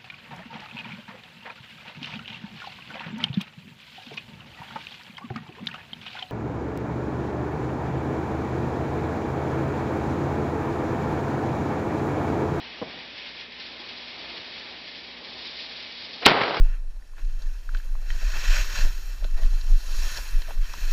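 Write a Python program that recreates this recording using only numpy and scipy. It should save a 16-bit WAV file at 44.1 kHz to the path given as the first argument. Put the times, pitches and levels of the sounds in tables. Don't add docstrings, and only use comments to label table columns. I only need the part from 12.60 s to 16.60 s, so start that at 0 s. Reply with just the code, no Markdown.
import sys
import numpy as np
from scipy import signal
from scipy.fft import rfft, irfft
from scipy.io import wavfile

SR = 44100
rng = np.random.default_rng(int(sys.argv[2]) if len(sys.argv) > 2 else 0)


def wav_record(signal):
    frames = np.transpose(np.atleast_2d(signal))
    bounded = np.clip(frames, -1, 1)
    quanta = np.round(bounded * 32767).astype(np.int16)
    wavfile.write(sys.argv[1], SR, quanta)


def invert_db(x):
    u = np.asarray(x, float) / 20
    return 10 ** u


N = 176400

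# (time [s], level [dB], whistle share [dB])
FUSE_BURN = [(0, -39, -17.5), (.47, -40.5, -13), (.68, -37.5, -11), (.74, -40.5, -10), (.81, -35.5, -11),
             (.88, -43, -34), (1.02, -38.5, -3), (1.08, -40.5, -4.5), (1.35, -39.5, -8), (1.75, -39.5, -4),
             (2.0, -39.5, -6), (2.21, -41, -4.5), (2.36, -40.5, -5.5), (2.62, -42.5, -7.5),
             (2.68, -41.5, -0.5), (3.0, -39, 0), (3.299, -40, -2), (3.6, -41, 1)]
# (time [s], peak level [dB])
FUSE_SPITS = [(0.299, -31), (.39, -33), (.58, -31), (.66, -36), (.92, -30), (1.0, -27), (1.29, -24.5),
              (1.376, -33), (1.475, -28), (1.59, -33), (1.69, -31), (1.765, -28.5), (1.915, -39),
              (2.274, -26.5), (2.35, -28), (2.64, -34), (2.85, -34), (2.99, -30), (3.111, -32),
              (3.2, -30.5), (3.42, -43), (3.51, -40)]
# (frequency [Hz], density [dB per Hz])
JET_SPECTRUM = [(900, -21), (1400, -11.5), (1750, -2.5), (2000, -1), (2200, 1), (3500, 2), (4500, -3),
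                (7000, 3.5)]
# (low edge [Hz], high edge [Hz])
WHISTLE_BAND = (3190, 5710)
# (lag [s], pressure share [1])
FLAME_REFLECTIONS = [(0.0025, -0.07), (0.00276, 0.14), (0.00391, 0.15), (0.00434, 0.07), (0.00501, -0.1),
                     (0.00549, -0.08), (0.0057, 0.13), (0.00789, -0.09), (0.00812, 0.07), (0.01336, -0.06)]

# (time [s], level [dB], rise [s], hold [s])
VENT_BURSTS = [
    (3.649, -21, .004, .004),
    (3.6568, -11, .0005, .003),
    (3.6605, -4, .0005, .002),
]
# (frequency [Hz], density [dB per Hz])
CRACK_SPECTRUM = [(60, -31.5), (150, -15.5), (400, -1), (1700, -3.5), (2900, -7), (4300, -14), (7000, -7.5)]
# (frequency [Hz], density [dB per Hz])
ROLL_SPECTRUM = [(40, -39), (130, -15), (250, -14.5), (380, -5), (1050, -7), (1600, -11.5), (3000, -16),
                 (7000, -30.5)]
# (time [s], peak level [dB], bright share [dB])
YARD_ECHOES = [(3.703, -32, -11), (3.722, -22, -12), (3.753, -23, -13), (3.767, -21.5, -1.5),
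               (3.806, -18.5, -2.5), (3.813, -18.5, 0), (3.833, -18, 0.5), (3.877, -19.5, -5),
               (3.915, -28, -5), (3.942, -24.5, 1), (3.956, -33, 1), (3.967, -21, 3)]
# (time [s], peak level [dB], width [s])
BLAST_SLAPS = [
    (3.7045, -10, 0.00042),
    (3.7107, -11.5, 0.0031),
    (3.7172, -3.5, 0.0015),
    (3.9091, -13, 0.0007),
    (3.9685, -15.5, .001),
]

# (time [s], peak level [dB])
THUD_BLOWS = [
    (0.2161, -28),
    (0.2197, -24.5),
    (.2258, -22),
    (0.2372, -35),
    (.343, -39),
    (.385, -38.5),
]
# (frequency [Hz], level [dB], T60 [s])
BODY_MODES = [(270, -3.5, 0.033), (470, 0, 0.032), (620, -11.5, 0.04), (730, -9.5, 0.05),
              (994, -7.5, 0.026), (1470, -12, .02)]
# (frequency [Hz], rms level [dB])
MOTOR_PARTIALS = [(59.2, -66.5), (118.4, -70), (177.6, -66), (242.2, -61)]
# (frequency [Hz], density [dB per Hz])
AIR_SPECTRUM = [(25, -29.5), (55, -11.5), (100, -12), (145, -13.5), (260, -4.5), (900, -5.5), (1350, -11.5),
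                (2500, -6)]

# (time [s], length [s], gain [dB])
CAPSULE_DROPOUTS = [(3.6701, .0007, -15), (3.6828, .002, -12), (3.6922, .003, -21), (3.7, .0024, -20),
                    (3.7074, .0014, -15)]
# (frequency [Hz], gain [dB])
RECORDER_RESPONSE = [(4600, -1), (5100, -6), (5500, -11), (5850, -22), (6050, -31), (6270, -47),
                     (6330, -66.5), (6500, -120)]

SPIT_RISE_S, SPIT_FALL_S, SPIT_DB = .006, .015, -18
SPARKS_PER_S, SPARK_DB = 630, -17.5
FLASH_S, FLASH_RISE_S, FLASH_DB, FLASH_HISS_DB = 3.614, .01, -34, -34
SHOT_S, SHOT_RISE_S, SHOT_HOLD_S = 3.6604, .0012, .0074
CRACK_DB, CRACK_T60_S = -2, .012
BLAST_DB, BLAST_T60_S = -8, .13
ROLL_DB, ROLL_T60_S = -18.5, 1.59
ECHO_DB, ECHO_T60_S = -5, 0.063
THUD_TAIL_DB, THUD_TAIL_T60_S = -39.5, 0.76
AIR_DB = -46.5
ROAR_FOLLOWS = 0.05
SKEW, SKEW_T60_S = 2.5, .14
CAPSULE_TOP, AMPLIFIER_TOP = .72, .725


def rms_one(x):
    return x / np.sqrt(np.mean(x ** 2) + 1e-20)


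def drift(rate):
    pole = np.exp(-80 * np.pi * rate / SR)
    white = rng.standard_normal(N // 40 + 2002)
    slow = signal.lfilter([1], [1, -2 * pole, pole * pole], white)[2000:]
    return np.interp(np.arange(N) / 40, np.arange(len(slow)), rms_one(slow))


def colour(x, spectrum):
    hz, db = np.transpose(spectrum)
    grid = np.arange(N // 2 + 1) * SR / N + 1
    gain_db = np.interp(np.log(grid), np.log(hz), db, left=-70, right=-70)
    return rms_one(irfft(rfft(x) * invert_db(gain_db), N))


def band(low_hz, high_hz, x):
    sos = signal.butter(2, [low_hz, high_hz], "band", fs=SR, output="sos")
    return signal.sosfilt(sos, x)


def patchy(spectrum, patchy_db, rate):
    out, together = 0, drift(rate)
    edges = 25 * 2 ** np.arange(0, 8.4, 1 / 3)
    noises = [colour(white, spectrum) for white in rng.standard_normal((2, N))]
    for k, (low, high) in enumerate(zip(edges, edges[1:])):
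        flicker_db = patchy_db * (together + 0.44 * drift(rate))
        out = out + band(low, high, noises[k % 2]) * invert_db(flicker_db)
    return rms_one(out)


def burst(start, rise, hold, t60):
    t = np.arange(N) / SR - start
    decay = invert_db(-60 * np.maximum(t - rise - hold, 0) / t60)
    return np.clip(t / rise, 0, 1) ** 2 * decay


def fuse():
    s, db, whistle_db = np.transpose(FUSE_BURN)
    t = np.arange(N) / SR
    firing = rng.random(N) < SPARKS_PER_S / SR
    strength = invert_db(4.6 * np.minimum(rng.exponential(1, N), 3.5))
    sparks = firing * strength * rng.choice([-1, 1], N)
    jet = patchy(JET_SPECTRUM, patchy_db=.7, rate=16.0) + invert_db(SPARK_DB) * colour(sparks, JET_SPECTRUM)
    whistle = rms_one(band(*WHISTLE_BAND, rng.standard_normal(N)))
    jet = jet + invert_db(np.interp(t, s, whistle_db) + 2.1 * drift(36.0)) * whistle
    spits = sum(invert_db(peak_db + SPIT_DB) * burst(peak_s - SPIT_RISE_S, SPIT_RISE_S, .008, 7 * SPIT_FALL_S)
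                for peak_s, peak_db in FUSE_SPITS)
    return jet * (invert_db(np.interp(t, s, db)) + spits)


def reflected(x):
    hz = np.arange(N // 2 + 1) * SR / N
    paths = 1 + sum(share * np.exp(-2j * np.pi * hz * lag) for lag, share in FLAME_REFLECTIONS)
    return irfft(rfft(x) * paths, N)


def cannon():
    bright = colour(rng.standard_normal(N), CRACK_SPECTRUM)
    dull = colour(rng.standard_normal(N), ROLL_SPECTRUM)
    puff = invert_db(FLASH_DB) * rms_one(band(200, 910, dull))
    hiss = invert_db(FLASH_HISS_DB) * rms_one(band(1800, 7100, bright))
    flash = burst(FLASH_S, FLASH_RISE_S, .02, .2) * (puff + hiss)
    spurts = sum(invert_db(db) * burst(s, rise, hold, 0.0044) for s, db, rise, hold in VENT_BURSTS)
    vent = spurts * rms_one(band(2100, 5200, rng.standard_normal(N)))
    crack = invert_db(CRACK_DB) * burst(SHOT_S, SHOT_RISE_S, SHOT_HOLD_S, CRACK_T60_S) * bright
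    blast_s = SHOT_S + SHOT_HOLD_S
    mixed = np.roll(.8 * bright + .7 * dull, N // 2)
    blast = invert_db(BLAST_DB) * burst(blast_s, .002, .012, BLAST_T60_S) * mixed
    rolling = patchy(ROLL_SPECTRUM, patchy_db=0.0, rate=92.0)
    roll = invert_db(ROLL_DB) * burst(blast_s, 0.0041, 0, ROLL_T60_S) * rolling
    echoes = sum(invert_db(db + ECHO_DB) * burst(s, 0.0019, 0.0014, ECHO_T60_S) * (dull + invert_db(bright_db) * bright)
                 for s, db, bright_db in YARD_ECHOES)
    return flash + vent + crack + blast + roll + echoes


def slaps():
    t = np.arange(N) / SR
    waves = sum(invert_db(db) * (1 - 2 * (t - s) / width) * (t > s) * (t < s + width)
                for s, db, width in BLAST_SLAPS)
    return band(150, 4000, waves)


def thud():
    ringing = np.zeros(N)
    for hz, db, t60 in BODY_MODES:
        clicks = np.full(N, 1e-18)
        for s, peak_db in THUD_BLOWS:
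            clicks[int(s * SR)] = invert_db(peak_db + db + rng.normal(0, 3.2))
        r, w = invert_db(-60 / (t60 * SR)), 2 * np.pi * hz / SR
        ringing += signal.lfilter([0, np.sin(w)], [1, -2 * r * np.cos(w), r * r], clicks)
    dull = rms_one(band(145, 760, rng.standard_normal(N)))
    tail = invert_db(THUD_TAIL_DB) * burst(THUD_BLOWS[0][0], 0.0042, 0, THUD_TAIL_T60_S) * dull
    return band(160, 1500, ringing) + tail


def motor():
    t = np.arange(N) / SR
    return sum(np.sqrt(2) * invert_db(db + 1.2 * drift(3.0)) * np.sin(2 * np.pi * hz * t + rng.uniform(0, 5))
               for hz, db in MOTOR_PARTIALS)


def yard():
    s, _, whistle_db = np.transpose(FUSE_BURN)
    grow_db = ROAR_FOLLOWS * (np.interp(np.arange(N) / SR, s, whistle_db) - whistle_db.mean())
    return invert_db(AIR_DB + grow_db) * patchy(AIR_SPECTRUM, patchy_db=1.57, rate=1.67)


def scene():
    return (reflected(fuse()) + cannon() + slaps() + thud() + motor() + yard())[None]


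def roll_off(x):
    return signal.sosfilt(signal.butter(12, 15750, fs=SR, output="sos"), x)


def record(dry):
    t, shaken_s = np.arange(N) / SR, SHOT_S + SHOT_RISE_S + SHOT_HOLD_S
    lean = np.abs(dry) * np.tanh(np.abs(dry) / .2) * .5
    x = dry + SKEW * burst(shaken_s, .001, .03, SKEW_T60_S) * lean
    x = np.where(t > shaken_s, CAPSULE_TOP * np.tanh(x / CAPSULE_TOP), x)
    high_pass = signal.butter(2, 200, "high", fs=SR, output="sos")
    x = signal.sosfilt(high_pass, x - dry) + dry
    for s, length, db in CAPSULE_DROPOUTS:
        x = x * invert_db(db * np.clip(np.minimum(t - s, s + length - t) / .0004, 0, 1))
    hz = np.arange(N // 2 + 1) * SR / N
    x = irfft(rfft(x) * invert_db(np.interp(hz, *np.transpose(RECORDER_RESPONSE))), N)
    return roll_off(np.clip(x, -AMPLIFIER_TOP, AMPLIFIER_TOP))


dry = scene()
out = record(dry)
wav_record(out)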